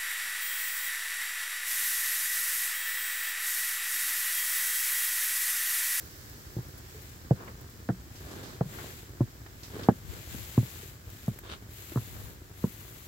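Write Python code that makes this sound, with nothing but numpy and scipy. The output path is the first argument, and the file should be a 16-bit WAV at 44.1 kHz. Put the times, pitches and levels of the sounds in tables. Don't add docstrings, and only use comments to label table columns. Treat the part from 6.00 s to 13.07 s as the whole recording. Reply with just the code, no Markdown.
import sys
import numpy as np
from scipy import signal
from scipy.fft import rfft, irfft
from scipy.io import wavfile

SR = 44100
rng = np.random.default_rng(int(sys.argv[2]) if len(sys.argv) > 2 else 0)


def dump(signal):
    limited = np.clip(np.atleast_2d(signal).T, -1, 1)
    pcm = np.round(limited * 32767).astype(np.int16)
    wavfile.write(sys.argv[1], SR, pcm)


N = 311875
TIME = np.arange(N) / SR
BINS = np.fft.rfftfreq(N, 1 / SR)

# t/s, cavity f/Hz, cavity level/dB, cavity t60/s, neck f/Hz,
# neck level/dB, lip f/Hz, skin f/Hz, skin level/dB, slap level/dB
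BIG_BUBBLES = [(.566, 120, -25, .027, 348, -31.5, 523, 780, -56, -40),
               (.585, 142, -28.5, 0.035, 313, -39, 470, 890, -58, -44),
               (1.3091, 141, -11.5, 0.039, 316, -21, 423, 706, -21, -24.5),
               (1.8889, 182, -20, 0.039, 226, -19.5, 510, 1570, -30, -33.5),
               (1.8967, 136, -20, 0.028, 294, -22.5, 680, 1360, -42, -32),
               (2.6093, 149, -17.5, 0.032, 298, -31, 820, 1150, -31.5, -28),
               (3.2066, 123, -17, 0.055, 282, -15, 530, 990, -41.5, -42),
               (3.2123, 119, -51, .03, 341, -39, 615, 990, -34.5, -40),
               (3.8868, 148, -11, 0.018, 253, -11, 349, 763, -8.5, -25),
               (3.8877, 139, -45, .028, 329, -18, 690, 1520, -28, -23),
               (4.5778, 120, -12.5, 0.042, 260, -13, 359, 1020, -31.5, -32.5),
               (5.2797, 131, -20.5, 0.034, 214, -22.5, 700, 1290, -47, -37.5),
               (5.9589, 131, -22, 0.055, 261, -22, 337, 1180, -35, -37.5),
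               (5.9731, 103, -23, 0.031, 372, -40, 1000, 1300, -34.5, -39.5),
               (6.6405, 152.7, -16.5, 0.02, 233, -19.5, 312, 980, -32, -34)]
# f/Hz, level/dB
SLAP_COLOUR = [(150, -50), (400, 22), (800, 8.5), (1200, -6), (1700, -1), (2200, -26), (3200, -19),
               (6000, -41), (16000, -55)]
# f/Hz, level/dB
SPRAY_COLOUR = [(3000, -69), (6000, -7), (7500, -23), (9200, -14), (10800, -4), (12300, 0), (14000, -3),
                (16000, -1.5)]
# f/Hz, left-right correlation (-1 to 1)
CORRELATION = [(30, 0.38), (60, 1), (130, 0.9), (290, 0.86), (640, 0.46), (1410, -0.36), (3100, 0.11),
               (15000, -0.2)]


def bursts():
    echo_gain, echo_s = 0.24, .0088
    out, t = np.zeros((2, N)), np.arange(SR // 4) / SR
    wet = coloured(rng.standard_normal((2, N)), SLAP_COLOUR)
    for s, cavity_hz, cavity_db, t60, neck_hz, neck_db, lip_hz, skin_hz, skin_db, slap_db in BIG_BUBBLES:
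        lip_db = (neck_db + skin_db) / 2 - 1
        cavity = gain_of(cavity_db) * ring(t, cavity_hz, t60, rise_s=.011)
        neck = gain_of(neck_db) * ring(t, neck_hz, t60=0.021, rise_s=0.0078)
        lip = gain_of(lip_db) * ring(t, lip_hz, t60=.018, rise_s=.002)
        skin = gain_of(skin_db) * ring(t, skin_hz, t60=.012, rise_s=.0006)
        tear = unit_rms(band(excerpt(wet, s, len(t)), skin_hz, width_hz=900))
        slap = tear * gain_of(slap_db - 60 * t / .055)
        knock = neck + lip - skin
        add(out, s, knock - cavity + slap)
        add(out, s + echo_s, echo_gain * panned(-6.5) * knock)
    return out


def plops():
    # t/s, level/dB, f/Hz, t60/s
    small_bubbles = [(0.9456, -47, 434, 0.098), (1.93, -40, 182, 0.11), (2.655, -30.5, 151, 0.11),
                     (2.8415, -40, 566, 0.025), (3.7646, -33, 355, 0.019), (4.3451, -33, 234, 0.037),
                     (4.629, -25.5, 136, 0.041), (4.8305, -44, 388, 0.049), (5.9195, -36.5, 326, 0.042)]
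    out, t = np.zeros((2, N)), np.arange(SR // 4) / SR
    wet = coloured(rng.standard_normal((2, N)), SLAP_COLOUR)
    for s, db, hz, t60 in small_bubbles:
        note = ring(t, hz, t60, rise_s=0.0021, glide=0.057)
        slap = gain_of(-6 - 60 * t / 0.035) * excerpt(wet, s, len(t))
        add(out, s, gain_of(db) * (note + slap * hz / 450))
    return out


def ring(t, hz, t60, rise_s, glide=0.):
    age = t / max(t60, .003)
    turns = np.cumsum(hz * (1 + glide * np.minimum(age, 1))) / SR
    envelope = gain_of(-60 * age) * (1 - np.exp(-t / rise_s))
    swing = envelope * np.sin(2 * np.pi * turns)
    return swing / abs(swing).max()


def simmer():
    # f/Hz, level/dB
    colour = [(20, -10.5), (35, -4), (50, 2), (75, 1), (110, 2), (160, -9), (220, -13.5), (370, -12),
              (550, -22.5), (900, -24.5), (1700, -22.5), (8000, -80)]
    sag_db_per_s, roll_db, roll_delay_s, roll_width_s = -0.21, 2.5, 0.12, 0.49
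    rolls = [np.exp(-((TIME - s - roll_delay_s) / roll_width_s) ** 2) for s, *_ in BIG_BUBBLES]
    level_db = -48.5 + sag_db_per_s * TIME + roll_db * np.max(rolls, axis=0) + wander(up_to_hz=39)
    return gain_of(level_db) * coloured(grains(per_s=1700, spread_db=3.5), colour)


def sizzle():
    # t/s, length/s, hiss level/dB, spray level/dB
    surges = [(-.15, 1, -74, -61.5), (.8, .46, -55.5, -64), (2.083, 0.57, -54.5, -63),
              (2.637, 0.47, -48, -57), (3.536, .58, -56, -62.5), (4.016, 0.5, -49, -59),
              (4.24, .75, -46.5, -52.5), (5.027, 0.42, -53.5, -61), (5.672, .72, -49.5, -53.5),
              (6.528, .85, -52, -54.5)]
    # f/Hz, level/dB
    hiss_colour = [(300, 1.5), (700, -2), (1100, -1.5), (2000, 4.5), (2800, 3), (4000, 1.5), (5700, -4),
                   (7400, 3.5), (8200, -2), (9200, -9), (12000, -3.5), (16000, -7.5)]
    # f/Hz, left over right/dB
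    hiss_pan = [(1000, -0.5), (1900, 0.5), (2600, 3.5), (3700, -1.5), (7000, 2), (9000, -1), (13000, 12)]
    hiss_power, spray_power = gain_of(-59.5) ** 2, gain_of(-69) ** 2
    for start, length, hiss_db, spray_db in surges:
        surge = swell(start, length, rise_s=.13, sag_db_per_s=-4, release_s=0.19)
        hiss_power += (gain_of(hiss_db) * surge) ** 2
        spray_power += (gain_of(spray_db) * surge) ** 2
    hiss = coloured(grains(per_s=20000, spread_db=3.8), hiss_colour)
    hiss = irfft(rfft(hiss) * panned(curve_at(hiss_pan, BINS)), N)
    hiss *= gain_of(.5 * wander(up_to_hz=34))
    spray = panned(16.1) * coloured(grains(per_s=12000, spread_db=2.0), SPRAY_COLOUR)
    spray *= gain_of(0.97 * wander(up_to_hz=110))
    return np.sqrt(hiss_power) * hiss + np.sqrt(spray_power) * spray


def foam():
    # t/s, length/s, level/dB
    seethes = [(2.189, 0.41, -43.5), (2.64, 0.33, -46), (3.688, 0.23, -39.5), (4.077, .16, -44),
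               (6.05, 0.34, -51.5)]
    # f/Hz, level/dB
    colour = [(100, 7), (250, 4), (400, 5), (600, -3.5), (820, -6.5), (1100, -6.5), (1600, -8.5),
              (2200, -13.5), (3000, -12.5), (4200, -13.5), (6000, -21), (7700, -19.5), (9200, -26),
              (15000, -28.5)]
    level = sum(gain_of(db) * swell(start, length, rise_s=0.14, sag_db_per_s=-7, release_s=0.11)
                for start, length, db in seethes)
    pops = coloured(grains(per_s=4200, spread_db=2.5), colour)
    hollow_note = 0.7 * band(pops, 1650, width_hz=350)
    return level * gain_of(wander(up_to_hz=88)) * panned(-0.87) * (pops + hollow_note)


def splashes_and_ticks():
    # t/s, level/dB, centre f/Hz, left over right/dB, t60/s
    accents = [(.7782, -49.5, 11000, 10, 0.087), (1.0202, -50.5, 12500, 9, 0.097),
               (1.478, -46, 2140, -5, 0.09), (1.6986, -52, 12500, 8, .04), (2.156, -51, 5000, -4, 0.26),
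               (2.31, -52, 6500, -5, 0.35), (2.433, -51.5, 4800, -9.5, 0.67), (2.735, -52, 1780, 6, .3),
               (2.786, -47.5, 1770, 7, .3), (3.463, -46, 2000, 0, .07), (3.6328, -45, 5000, -4, 0.26),
               (3.8333, -41, 4100, -4, 0.1), (5.262, -43, 7300, 3, .015), (5.283, -44, 13500, 10, .02),
               (5.388, -40.5, 1800, 0, 0.016), (5.3892, -38.5, 13200, 7, 0.021),
               (5.921, -44.5, 2780, -3, 0.066)]
    # f/Hz, level/dB
    colour = [(800, 21.5), (4000, 5), (7800, 4), (9300, -3), (12500, 7), (16000, 4)]
    out, t = np.zeros((2, N)), np.arange(SR // 4) / SR
    noise = coloured(rng.standard_normal((2, N)), colour)
    for s, db, hz, side_db, t60 in accents:
        accent = unit_rms(band(excerpt(noise, s, len(t)), hz, width_hz=.5 * hz))
        add(out, s, panned(side_db) * gain_of(db - 60 * t / t60) * accent)
    return out


def scrapes():
    # t/s, level/dB, half the treble gain/dB
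    strokes = [
        [(1.36, -53, -13), (1.41, -40, -26), (1.45, -45.5, -15), (1.49, -41.5, -14), (1.54, -58, -9)],
        [(5.432, -57, -4), (5.44, -46.5, -5), (5.47, -45, -3), (5.51, -43.5, 0.5), (5.545, -42.5, -1),
         (5.57, -56, -1)],
    ]
    # f/Hz, level/dB
    colour = [(150, 6), (480, 7), (800, 0.5), (1200, -0.5), (1500, 3.5), (2000, 1.5), (2800, 5), (3600, 3),
              (4300, 0.5), (5300, -7), (9000, -11), (16000, -34)]
    grit = coloured(grains(per_s=4000, spread_db=3.0), colour)
    blade = 1.1 * band(grit, 1150, width_hz=260) + 0.8 * band(grit, 3620, width_hz=210)
    rasp = unit_rms(grit + blade)
    body = signal.sosfiltfilt(signal.butter(2, 1800, fs=SR, output="sos"), rasp)
    treble = rasp - body
    out = np.zeros((2, N))
    for stroke in strokes:
        level_db, brightness = automation(stroke)
        touching = (TIME > stroke[0][0]) & (TIME < stroke[-1][0])
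        out += touching * gain_of(level_db) * (body + gain_of(2 * brightness) * treble)
    return out


def steam():
    # t/s, level/dB
    fade = [(0, -48), (.7, -51.5), (1.35, -53.5), (2, -55), (3.3, -55), (5, -56.5), (7.07, -59)]
    # f/Hz, level/dB
    colour = [(400, 8.5), (900, -4), (1650, 5.5), (2300, 0), (3500, -1.5), (5300, 3), (6400, -0.5),
              (7700, 1), (9200, -8.5), (10500, -6.5), (12300, -4.5), (16000, 2.5)]
    level_db, = automation(fade)
    return gain_of(level_db) * panned(-3.7) * coloured(rng.standard_normal((2, N)), colour)


def crackle():
    puff = rng.standard_normal(SR // 50) * gain_of(-60 * TIME[:SR // 50] / 0.015)
    snaps = signal.oaconvolve(grains(per_s=23, spread_db=4.5), puff[None], axes=1)[:, :N]
    return gain_of(-69) * panned(8) * coloured(snaps, SPRAY_COLOUR)


def air_puffs():
    gusts = [(4.116, -38, 0.16), (4.36, -41, 0.16), (6.2, -43, 0.28)]
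    level = sum(gain_of(db) * np.exp(-(2 * (TIME - s) / length) ** 2) for s, db, length in gusts)
    rumble = band(rng.standard_normal(N), 73, width_hz=36)
    flutter = unit_rms(band(rumble, 87, width_hz=140))
    return np.array([level * flutter, np.zeros(N)])


def shelter(x):
    # f/Hz, t60/s
    decay_times = [(100, 0.1), (300, 0.081), (800, 0.044), (3000, 0.063)]
    reflections = rng.standard_normal((2, SR // 2)) * (rng.random((2, SR // 2)) < 2500 / SR)
    hz, t, spectra = signal.stft(reflections, SR, nperseg=256)
    same = curve_at(CORRELATION, hz)[:, None]
    spectra[1] = same * spectra[0] + np.sqrt(1 - same ** 2) * spectra[1]
    envelope = gain_of(-60 * t / curve_at(decay_times, hz)[:, None]) * np.minimum(t / .02, 1)
    _, tail = signal.istft(spectra * envelope, SR, nperseg=256)
    return signal.fftconvolve(x, tail / np.linalg.norm(tail[0]), axes=1)[:, :N]


def grains(per_s, spread_db):
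    size = gain_of(spread_db * np.minimum(rng.exponential(1, (2, N)), 4))
    return unit_rms(size * rng.standard_normal((2, N)) * (rng.random((2, N)) < per_s / SR))


def coloured(drive, colour):
    left, other = rfft(drive)
    same = curve_at(CORRELATION, BINS)
    right = same * left + np.sqrt(1 - same ** 2) * other
    return unit_rms(irfft(np.array([left, right]) * gain_of(curve_at(colour, BINS)), N))


def swell(start, length, rise_s, sag_db_per_s, release_s):
    age = np.clip(TIME - start, 0, length)
    edges = np.minimum(age / rise_s, 1) * np.minimum((length - age) / release_s, 1)
    return np.sin(np.pi / 2 * edges) * gain_of(sag_db_per_s * age)


def wander(up_to_hz):
    return unit_rms(irfft(rfft(rng.standard_normal(N)) / (1 + (BINS / up_to_hz) ** 4), N))


def automation(rows):
    s, *columns = np.transpose(rows)
    return [np.interp(TIME, s, column) for column in columns]


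def curve_at(points, hz):
    f, value = np.transpose(points)
    return np.interp(np.log(hz + 1), np.log(f + 1), value)


def band(x, hz, width_hz):
    return signal.lfilter(*signal.iirpeak(hz, hz / width_hz, fs=SR), x)


def high_pass(x, hz):
    return signal.sosfilt(signal.butter(2, hz, "high", fs=SR, output="sos"), x)


def gain_of(db):
    return 10 ** (np.asarray(db) / 20)


def unit_rms(x):
    return x / np.sqrt(np.mean(x ** 2) + 1e-20)


def panned(db):
    return gain_of(np.array([db, -db]).reshape(2, -1) / 2)


def excerpt(noise, s, samples):
    return np.roll(noise, -round(s * SR), axis=1)[:, :samples]


def add(mix, s, sound):
    part = mix[:, round(s * SR):][:, :sound.shape[-1]]
    part += sound[..., :part.shape[1]]


def scene():
    bubbles = high_pass(bursts() + plops(), hz=55)
    reverb = gain_of(-14.0)
    bed = simmer() + steam() + sizzle() + crackle() + splashes_and_ticks()
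    return bubbles + reverb * shelter(bubbles) + bed + foam() + scrapes() + air_puffs()


def record(dry):
    left, right = high_pass(dry, hz=50)
    right = right - 0.59 * band(right, 2580, width_hz=930)
    high_cut = signal.firwin(511, 15900, window=("kaiser", 9), fs=SR)
    return signal.oaconvolve(np.array([left, right]), high_cut[None], "same")


dry = scene()
out = record(dry)
dump(out)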